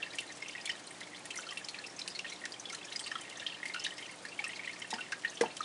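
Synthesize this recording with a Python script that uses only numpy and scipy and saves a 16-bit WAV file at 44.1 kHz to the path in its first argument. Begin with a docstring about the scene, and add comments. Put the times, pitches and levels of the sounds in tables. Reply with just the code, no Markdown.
"""Bubbles popping in a covered aquarium

Air bubbles pop at the surface, close by: each is a brief decaying sine smeared by random echoes
between water, glass and lid, with filtered noise for slosh and film snap. Spray ticks as band-passed
noise puffs, a soft lure knocks the tank into ringing modes, and a mains pump hums as wavering
harmonics in shaped room noise."""
import sys
import numpy as np
from scipy import signal
from scipy.fft import rfft, irfft
from scipy.io import wavfile
from scipy.ndimage import uniform_filter1d

SR = 44100
rng = np.random.default_rng(int(sys.argv[2]) if len(sys.argv) > 2 else 0)


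def wrap_up_sound(samples):
    """Save the sound to the file named by the first command line argument, as 16-bit audio."""
    columns = np.atleast_2d(samples).T
    # keep every value between -1 and 1, then stretch to whole-number steps
    tamed = np.clip(columns, -1, 1)
    steps = np.round(tamed * 32767).astype(np.int16)
    wavfile.write(sys.argv[1], SR, steps)


N = 248724  # samples
GRAIN = 2048  # samples in one bubble or puff


def undb(db):
    """Decibels to amplitude factor."""
    return 10 ** (np.asarray(db) / 20)


def add(out, start_s, grain):
    """Mix a grain in at start_s, cut at the end of out."""
    i = int(start_s * SR)
    out[i:i + len(grain)] += grain[:max(len(out) - i, 0)]


def band(x, lo_hz, hi_hz):
    """Butterworth band-pass."""
    sos = signal.butter(2, [lo_hz, hi_hz], "bandpass", fs=SR, output="sos")
    return signal.sosfilt(sos, x)


def walk(rate_hz):
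    """Slow random wander, standard deviation 1: random steps smoothed twice."""
    step = int(SR / rate_hz)
    steps = np.repeat(rng.standard_normal(N // step + 1), step)
    wander = uniform_filter1d(uniform_filter1d(steps, step), step)[:N]
    return wander / wander.std()


def unit_noise(spectrum):
    """Back to time from a shaped noise spectrum, RMS scaled to 1."""
    noise = irfft(spectrum)
    return noise / noise.std()


# room and water noise spectrum, relative: freq_hz [Hz], density_db [dB per Hz]
AIR_SPECTRUM = [(15, -50), (25, -18), (64, -10.5), (170, 2), (290, 5.5), (405, 4.5), (674, 6), (1650, 0),
                (2550, -2.5), (4030, -3.5), (9000, -8), (11200, -15), (22000, -54)]
AIR_DB = -52


def air():
    """Room and water noise: white noise through a fixed spectrum, gently unsteady in level."""
    freq_hz, density_db = np.transpose(AIR_SPECTRUM)
    f_hz = np.arange(N // 2 + 1) * SR / N + 1e-3
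    shape = undb(np.interp(np.log(f_hz), np.log(freq_hz), density_db))
    noise = unit_noise(rfft(rng.standard_normal(N)) * shape)
    return undb(AIR_DB + 0.15 * walk(27.2)) * noise


# mains hum harmonics: freq_hz [Hz], level_db [dB RMS, before wavering]
PUMP_HARMONICS = [(60, -103), (120, -74), (180, -70), (240, -96), (300, -67.5), (360, -70)]


def pump():
    """Mains pump: harmonics at random phase, each wavering in level."""
    t = np.arange(N) / SR
    hum = np.zeros(N)
    for freq_hz, level_db in PUMP_HARMONICS:
        level = np.sqrt(2) * undb(level_db + 0.96 * walk(6.1))
        hum += level * np.sin(2 * np.pi * (freq_hz * t + rng.random()))
    return hum


# tank modes: freq_hz [Hz], mode_db [dB, relative], t60_s [s]
TANK_MODES = [(215, -6.5, 0.16), (244, -12, 0.24), (364, -6.5, 0.12), (423, -7, 0.097),
              (469.6, 15.5, 0.085), (726, -11.5, 0.15), (890, -4, 0.03), (1120, -20, 0.02),
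              (1634, 8, 0.033), (2030, 12.5, 0.028), (3500, 7, 0.043), (4800, -17, .03), (7200, -14, .025)]
# lure knocks: start_s [s], peak_db [dB, ring before rattle], contact_ms [ms],
# spot_hz [Hz, pitch favoured by the spot], reach_oct [octaves]
KNOCK_EVENTS = [(4.925, -40, 0.46, 252, 0.6), (4.929, -28.5, 0.27, 905, 0.46),
                (5.408, -36, 0.16, 3000, 2.5), (4.962, -38, 0.84, 900, 0.26), (5.411, -14.5, 0.28, 600, 3),
                (5.436, -23, 0.66, 866, 0.26)]


def knocks(rattle_db=-20, rattle_t60_s=0.22):
    """A sine-squared push rings the tank; longer contact is duller, the spot favours nearby modes."""
    out, t = np.zeros(N), np.arange(3 * GRAIN) / SR
    for start_s, peak_db, contact_ms, spot_hz, reach_oct in KNOCK_EVENTS:
        ring = np.zeros(len(t))
        for k, (freq_hz, mode_db, t60_s) in enumerate(TANK_MODES):
            spot_db = -11.6 * (np.log2(freq_hz / spot_hz) / reach_oct) ** 2
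            level = undb(mode_db + spot_db - 60 * t / t60_s)
            ring += (-1) ** k * level * np.sin(2 * np.pi * freq_hz * t)
        push = np.sin(np.pi * np.clip(t[:100] * 1000 / contact_ms, 0, 1)) ** 2
        knock = signal.fftconvolve(ring, push)[:len(t)]
        # lid and fittings shake roughly after the blow
        rattle = band(rng.standard_normal(len(t)), spot_hz / 7.0, spot_hz * 1.7)
        rattle_env = np.minimum(t / 0.004, 1) * undb(rattle_db - 60 * t / rattle_t60_s)
        rattle = rattle / rattle.std() * rattle_env
        add(out, start_s, undb(peak_db) * (knock / np.abs(knock).max() + rattle))
    return out


# film bursts throwing spray: start_s [s], level_db [dB, puff RMS before band-pass and scatter],
# middle_db [dB, 2-6.2 kHz against the top]
SPRAY_BURSTS = [(0.1516, -43.5, -17), (0.184, -41, 0), (0.2014, -42.5, -19), (0.4833, -47, -18),
                (0.6544, -37.5, -7), (0.8679, -59, -6), (1.0041, -45.5, 2), (1.2534, -36.5, -8),
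                (1.3043, -46, 8), (1.3555, -38.5, -4), (1.5299, -48, -13), (1.5716, -47.5, 7),
                (1.684, -47.5, 9.5), (1.9926, -50, 11), (2.0759, -40.5, 8), (2.189, -50.5, 13),
                (2.4522, -42, 5.5), (2.6963, -49.5, 8), (2.725, -45.5, 4), (2.745, -42.5, -3),
                (2.9921, -43, 2), (3.2092, -41.5, -15), (3.2973, -46.5, 0), (3.6536, -43, -1.5),
                (3.677, -44.5, -4), (3.7417, -45, 6.5), (3.8408, -41.5, 4), (3.9794, -51.5, 12),
                (4.44, -45.5, 4), (4.796, -46, -17), (4.9028, -37.5, -9), (5.1186, -46.5, 10),
                (5.4085, -32.5, 4.5), (5.5657, -41.5, 2.5)]
FIZZ_PER_S, FIZZ_DB, FIZZ_SPREAD_DB = 45, -60, 3.5  # faint random puffs


def bursts(t60_s=0.045, swell_ms=2.5, ragged_db=4.0):
    """Spray: crackling noise puffs, uneven from band to band; many faint ones come at random."""
    puffs = list(SPRAY_BURSTS)
    for when, size, tilt in rng.random((int(FIZZ_PER_S * N / SR), 3)):
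        level_db = FIZZ_DB - FIZZ_SPREAD_DB * np.log(1 - 0.9 * size)
        puffs.append((when * N / SR, level_db, 12 * (tilt - 0.7)))
    out, t = np.zeros(N), np.arange(GRAIN) / SR
    fade = np.minimum(t * 1000 / swell_ms, 1) * undb(-60 * t / t60_s)
    bands = [(2000, 3800, 1), (3800, 6200, 1), (6200, 8300, 0), (8300, 11000, 0)]  # lo_hz, hi_hz, is_middle
    for lo_hz, hi_hz, is_middle in bands:
        drops = np.zeros(N)
        for start_s, level_db, middle_db in puffs:
            noise = rng.standard_normal(GRAIN)
            ragged = np.repeat(rng.standard_normal(GRAIN // 64), 64)
            puff = fade * noise * undb(ragged_db * ragged)
            uneven_db = 2 * rng.standard_normal()
            level = undb(level_db + is_middle * middle_db + uneven_db)
            add(drops, start_s, level * puff / puff[:GRAIN // 4].std())
        out += band(drops, lo_hz, hi_hz)
    return out


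def bubble(hz, db, flutter_ms, cycles=5.75, glide=0.011, click_db=-20, snap_ms=13.0, echo_db=-0.5,
           swell_ms=2.42, slosh_db=-13.0, slosh_ms=31.7):
    """A few cycles sliding slightly up in pitch, smeared by close reflections, with slosh and snap."""
    t = np.arange(GRAIN) / SR
    turns = hz * t
    swell = np.minimum(t * 1000 / swell_ms, 1)
    rise = 1 - np.exp(-(turns / 2.5) ** 0.95)
    decay = np.exp(-turns / cycles * 1.34)
    bend = 1 - glide / 2 + glide * np.minimum(turns / cycles, 1.5) / 2
    ping = rise * decay * np.sin(2 * np.pi * turns * bend)

    # sparse reflections, 1500 per s: build up while falling 11 dB per flutter_ms
    arrives = rng.random(GRAIN) < 1500 / SR
    paths = arrives * rng.standard_normal(GRAIN) * swell * undb(-11 * t * 1000 / flutter_ms)
    echoes = irfft(rfft(ping, 2 * GRAIN) * rfft(paths, 2 * GRAIN))[:GRAIN]

    # collapsing crater: noise centred just above the pitch
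    noise = rng.standard_normal(GRAIN)
    octaves = np.log2((np.arange(GRAIN // 2 + 1) + 1) * SR / GRAIN / (1.176 * hz))
    slosh = unit_noise(rfft(noise) * np.exp(-(octaves / 0.65) ** 2))
    slosh = slosh * swell * undb(slosh_db - 20 * t * 1000 / slosh_ms)

    # the film snaps: a short broad crack
    snap = unit_noise(rfft(noise[::-1]) * np.exp(-(octaves / 3.5) ** 2))
    snap = snap * swell * undb(click_db - 20 * t * 1000 / snap_ms)

    echoes = undb(echo_db) * echoes / np.abs(echoes).max()
    sound = ping / np.abs(ping).max() + echoes + slosh + snap
    return undb(db) * sound / np.abs(sound).max()


TRAIL_LOWEST_HZ, TRAIL_SPREAD_OCT = 1709, 1.064  # largest trailing bubble; smaller ones sing higher


def trail(count, mean_lag_s, floor_db, spread_db, flutter_ms):
    """Bubbles of random pitch set free in the wake of the louder ones, at exponential lags."""
    out = np.zeros(N)
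    for _ in range(count):
        leader_s = POP_EVENTS[rng.integers(len(POP_EVENTS))][0]
        lag_s = mean_lag_s * rng.exponential()
        pitch_hz = TRAIL_LOWEST_HZ * 2 ** (TRAIL_SPREAD_OCT * abs(rng.standard_normal()))
        pitch_hz = np.clip(pitch_hz, 700, 10500)
        peak_db = floor_db + spread_db * min(rng.exponential(), 2.5)
        add(out, leader_s + lag_s, bubble(pitch_hz, peak_db, flutter_ms))
    return out


def patter():
    """Middling bubbles pop soon after the louder ones; many fainter ones trail later."""
    siblings = trail(220, mean_lag_s=0.067, floor_db=-47.5, spread_db=2.5, flutter_ms=4.2)
    faint = trail(700, mean_lag_s=0.11, floor_db=-57, spread_db=3, flutter_ms=15.6)
    return siblings + faint


# louder bubbles: start_s [s], pitch_hz [Hz], peak_db [dB, before lid and room], flutter_ms [ms]
POP_EVENTS = [(0.002, 1780, -41.5, 14), (0.022, 3180, -37, 5), (0.035, 1800, -42, 12),
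              (0.028, 2750, -27, 1.5), (0.063, 1790, -39, 5.4), (0.105, 3850, -40.5, 7),
              (0.133, 4960, -39.5, 5.2), (0.135, 2260, -38.5, 6.3), (0.145, 1940, -42.5, 4.8),
              (0.185, 2890, -26.5, 4), (0.189, 2800, -34, 6.2), (0.225, 1990, -43, 6),
              (0.277, 4000, -45, 14), (0.291, 4020, -41, 7.9), (0.301, 2040, -41, 4.2),
              (0.322, 5950, -40, 3.4), (0.421, 5200, -38, 5.3), (0.423, 2090, -28.5, 1.7),
              (0.46, 2600, -36.5, 4.2), (0.482, 5930, -36.5, 4.1), (0.495, 2780, -39.5, 5),
              (0.494, 2220, -38.5, 3.9), (0.484, 2990, -41, 8), (0.53, 3000, -42, 8),
              (0.551, 1980, -32.5, 5.2), (0.579, 2450, -35, 6), (0.585, 1980, -40.5, 7.3),
              (0.612, 5000, -40.5, 7), (0.656, 3360, -32.5, 11), (0.657, 4200, -34.5, 4.2),
              (0.674, 2230, -30.5, 16), (0.693, 5350, -33, 15), (0.694, 2020, -27, 3.9),
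              (0.698, 2900, -29, 7), (0.714, 4900, -39, 8), (0.869, 8850, -39.5, 5.1),
              (0.874, 4200, -39.5, 3.4), (0.907, 2190, -43.5, 4.6), (1.005, 3950, -44, 8.1),
              (1.011, 2010, -36, 5.5), (1.031, 3500, -38, 6.3), (1.133, 2040, -41.5, 23),
              (1.147, 3300, -40, 7), (1.162, 4120, -42.5, 9.6), (1.179, 2210, -45, 6),
              (1.254, 3100, -46.5, 7.4), (1.256, 1880, -47, 7), (1.305, 2580, -33, 7.1),
              (1.306, 3020, -34.5, 10), (1.343, 1900, -41, 3.1), (1.363, 2090, -34.5, 8.3),
              (1.374, 5950, -29.5, 12), (1.387, 1420, -32, 9.3), (1.407, 7200, -39, 9),
              (1.388, 3080, -44, 8), (1.42, 4300, -40, 5), (1.422, 3520, -48, 8), (1.467, 1340, -39.5, 5.1),
              (1.467, 4400, -38.5, 3.8), (1.489, 3110, -35.5, 8.1), (1.507, 2720, -39, 12.4),
              (1.508, 5150, -36, 3.3), (1.51, 1145, -44, 18), (1.523, 1904, -36.5, 5),
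              (1.572, 2620, -31, 2.9), (1.613, 1700, -42, 3.5), (1.646, 5060, -32.5, 3.1),
              (1.686, 4300, -33, 10.5), (1.744, 2620, -32.5, 4.3), (1.787, 1700, -39.5, 20),
              (1.787, 4200, -35, 2), (1.84, 2620, -36.5, 9.7), (1.864, 5200, -36.5, 3.5),
              (1.964, 6300, -39, 7.1), (1.991, 5160, -30, 10), (2.016, 3950, -30.5, 3),
              (2.079, 2950, -37, 4.4), (2.08, 8300, -34.5, 7.6), (2.102, 4900, -37.5, 14),
              (2.15, 4320, -33.5, 13), (2.193, 2750, -27.5, 4.3), (2.245, 1880, -35.5, 4.8),
              (2.246, 2950, -38, 6.8), (2.263, 2500, -37.5, 11), (2.277, 3410, -39.5, 19),
              (2.298, 5800, -36.5, 13), (2.32, 2200, -37.5, 14), (2.323, 4050, -37, 9.2),
              (2.438, 1910, -34.5, 15), (2.455, 1766, -31.5, 2.5), (2.521, 4770, -33, 3.4),
              (2.54, 3190, -37.5, 4.9), (2.597, 6080, -33.5, 7.5), (2.655, 3370, -32, 10),
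              (2.688, 3240, -39.5, 10), (2.7, 2150, -36, 5.1), (2.724, 6130, -36, 17),
              (2.729, 1360, -40, 11), (2.749, 4170, -34, 5.2), (2.814, 2000, -47, 5),
              (2.828, 3350, -39, 5.1), (2.848, 5400, -38, 16), (2.884, 3250, -40, 8.8),
              (2.921, 2960, -39, 5.8), (2.922, 2250, -41, 3.4), (2.924, 3900, -32.5, 6.5),
              (2.954, 2100, -37, 2.6), (2.96, 4920, -25, 5.2), (2.993, 5100, -36, 7.1),
              (2.994, 3250, -35.5, 15), (2.998, 8440, -34.5, 18), (3.008, 1860, -43, 8),
              (3.013, 865, -48.5, 4.6), (3.04, 4450, -33.5, 11), (3.062, 2810, -34.5, 11),
              (3.063, 8300, -35.5, 9.7), (3.064, 1225, -44.5, 6.1), (3.07, 4500, -37, 18),
              (3.114, 2930, -38.5, 10), (3.115, 5230, -36, 9), (3.115, 1765, -29, 4.4),
              (3.117, 1270, -39, 8), (3.136, 1750, -46, 5), (3.154, 3250, -32, 5.5),
              (3.154, 1320, -30, 6.9), (3.155, 1870, -39, 6.1), (3.212, 2120, -57, 7.4),
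              (3.242, 1880, -48, 8), (3.275, 1900, -46, 4), (3.308, 2150, -50, 4.6), (3.309, 2810, -41, 10),
              (3.355, 1800, -48, 6.6), (3.372, 6200, -37.5, 9.3), (3.397, 3650, -36.5, 11),
              (3.398, 2820, -38, 9.4), (3.423, 1790, -37, 3.6), (3.464, 2970, -28.5, 5.1),
              (3.466, 3240, -24, 3.4), (3.498, 3240, -38, 15), (3.52, 2810, -37.5, 5.3),
              (3.544, 3040, -39.5, 7.2), (3.6, 1800, -41, 7), (3.63, 1950, -28.5, 2.4),
              (3.655, 2050, -29, 4.5), (3.685, 4600, -40.5, 9), (3.697, 2040, -33, 9.1),
              (3.738, 4200, -33, 2.3), (3.743, 2860, -35, 5), (3.745, 1480, -32, 19),
              (3.76, 1393, -32, 5.5), (3.761, 2760, -34.5, 20), (3.796, 5160, -32.5, 3.1),
              (3.8, 2850, -40, 12), (3.821, 3050, -42, 10), (3.839, 6220, -32, 3.5),
              (3.847, 2930, -26.5, 3.2), (3.847, 3800, -29, 6), (3.848, 3350, -31, 6),
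              (3.864, 3880, -28.5, 6.1), (3.863, 5000, -39, 6), (3.864, 1730, -30, 6.5),
              (3.906, 2970, -36.5, 9), (3.92, 1880, -41, 12), (3.97, 5200, -43, 5),
              (3.981, 2020, -40.5, 14), (3.982, 5250, -38.5, 4.5), (4.013, 2210, -38.5, 5.2),
              (4.026, 3170, -37.5, 6.5), (4.057, 2780, -39, 4.5), (4.093, 2190, -38, 7.9),
              (4.251, 1792, -31.5, 5.8), (4.253, 4270, -41.5, 11), (4.319, 2720, -40, 7),
              (4.377, 3050, -47, 5), (4.391, 2280, -25.5, 3.3), (4.4, 823, -40, 5), (4.418, 1775, -43, 7.4),
              (4.419, 2420, -45, 8), (4.44, 1235, -39.5, 13), (4.442, 5330, -35.5, 6.1),
              (4.441, 2584, -27.5, 9), (4.465, 1860, -36.5, 9.1), (4.478, 8600, -34, 3.5),
              (4.491, 2760, -38, 6), (4.493, 1980, -34, 3), (4.507, 2950, -40, 3.9),
              (4.532, 2600, -34, 5.1), (4.559, 4470, -37.5, 5.8), (4.562, 2200, -38.5, 6),
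              (4.593, 2210, -32, 4.6), (4.624, 1970, -48, 6), (4.634, 2220, -35.5, 7),
              (4.646, 2480, -35.5, 5.9), (4.658, 3900, -42, 5.8), (4.675, 1980, -28.5, 4.3),
              (4.681, 3000, -40, 8), (4.693, 2190, -34, 3.1), (4.732, 4260, -40, 4.8),
              (4.735, 1760, -44, 12), (4.818, 5500, -40, 4.8), (4.82, 2120, -34.5, 6.6),
              (4.819, 3000, -34.5, 3.2), (4.845, 1770, -39, 7.2), (4.85, 2740, -41, 8.5),
              (4.909, 5340, -35, 5.8), (4.906, 3740, -35.5, 13), (4.915, 1880, -39, 8.9),
              (4.937, 1820, -33.5, 4.1), (4.937, 4970, -31.5, 9.6), (4.938, 2950, -34, 3.3),
              (4.985, 2830, -39, 2.4), (4.984, 1480, -36, 12), (5.008, 2740, -33.5, 7.1),
              (5.009, 3200, -43, 6), (5.021, 1850, -48, 8), (5.121, 2570, -36, 4.6),
              (5.123, 1580, -26, 3.5), (5.236, 1900, -40, 5), (5.248, 1860, -23, 2.1),
              (5.247, 2860, -33, 4.9), (5.277, 4200, -38, 6.7), (5.298, 6200, -38.5, 4.4),
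              (5.353, 6000, -39.5, 16), (5.372, 3190, -34, 13), (5.459, 2700, -35.5, 6.1),
              (5.478, 1910, -45, 5), (5.503, 2550, -43, 8), (5.57, 3080, -41.5, 5.3),
              (5.605, 1224, -25, 7.2), (5.606, 5960, -38, 6), (5.616, 4150, -36.5, 7.7),
              (5.63, 3570, -37, 6.7)]


def pops():
    """The louder bubbles, each a ping with its own flutter of reflections."""
    out = np.zeros(N)
    for start_s, pitch_hz, peak_db, flutter_ms in POP_EVENTS:
        add(out, start_s, bubble(pitch_hz, peak_db, flutter_ms))
    return out


# pitches favoured by the air under the lid: centre_hz [Hz], width_hz [Hz], gain_db [dB]
LID_BANDS = [(1470, 70, -7), (1868, 110, -3), (2130, 70, -5), (2392, 60, -9), (2714, 110, -3),
             (3090, 150, -4), (3640, 90, -9), (3865, 55, -6)]


def under_lid(x):
    """Air under the lid rings along: band-passed copies added at its favoured pitches."""
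    ringing = np.zeros(N)
    for centre_hz, width_hz, gain_db in LID_BANDS:
        ringing += undb(gain_db) * band(x, centre_hz - width_hz / 2, centre_hz + width_hz / 2)
    return x + ringing


BASS_CUT_HZ = 180
ROOM_T60_S, ROOM_DB = 0.14, -15


def room(near):
    """Short room tail: swelling, decaying noise of set energy convolved with the near sound."""
    t = np.arange(SR // 2) / SR
    tail = rng.standard_normal(len(t)) * undb(-60 * t / ROOM_T60_S) * np.minimum(t / 0.033, 1)
    tail = undb(ROOM_DB) * tail / np.sqrt(np.sum(tail ** 2))
    return signal.fftconvolve(near, tail)[:N]


def scene():
    """All sources; the room answers bubbles, spray and knocks."""
    near = under_lid(pops() + patter()) + bursts() + knocks()
    # small sources radiate little bass
    bass_cut = signal.butter(4, BASS_CUT_HZ, "highpass", fs=SR, output="sos")
    near = signal.sosfilt(bass_cut, near)
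    return (near + room(near) + pump() + air())[None]


DULL_HZ, TOP_HZ = 10350, 10980


def record(dry):
    """The sound dulls above about 10 kHz and holds almost nothing above 11 kHz."""
    dulled = signal.sosfilt(signal.butter(6, DULL_HZ, fs=SR, output="sos"), dry)
    return signal.sosfilt(signal.ellip(14, 0.2, 60, TOP_HZ, fs=SR, output="sos"), dulled)


dry = scene()
out = record(dry)
wrap_up_sound(out)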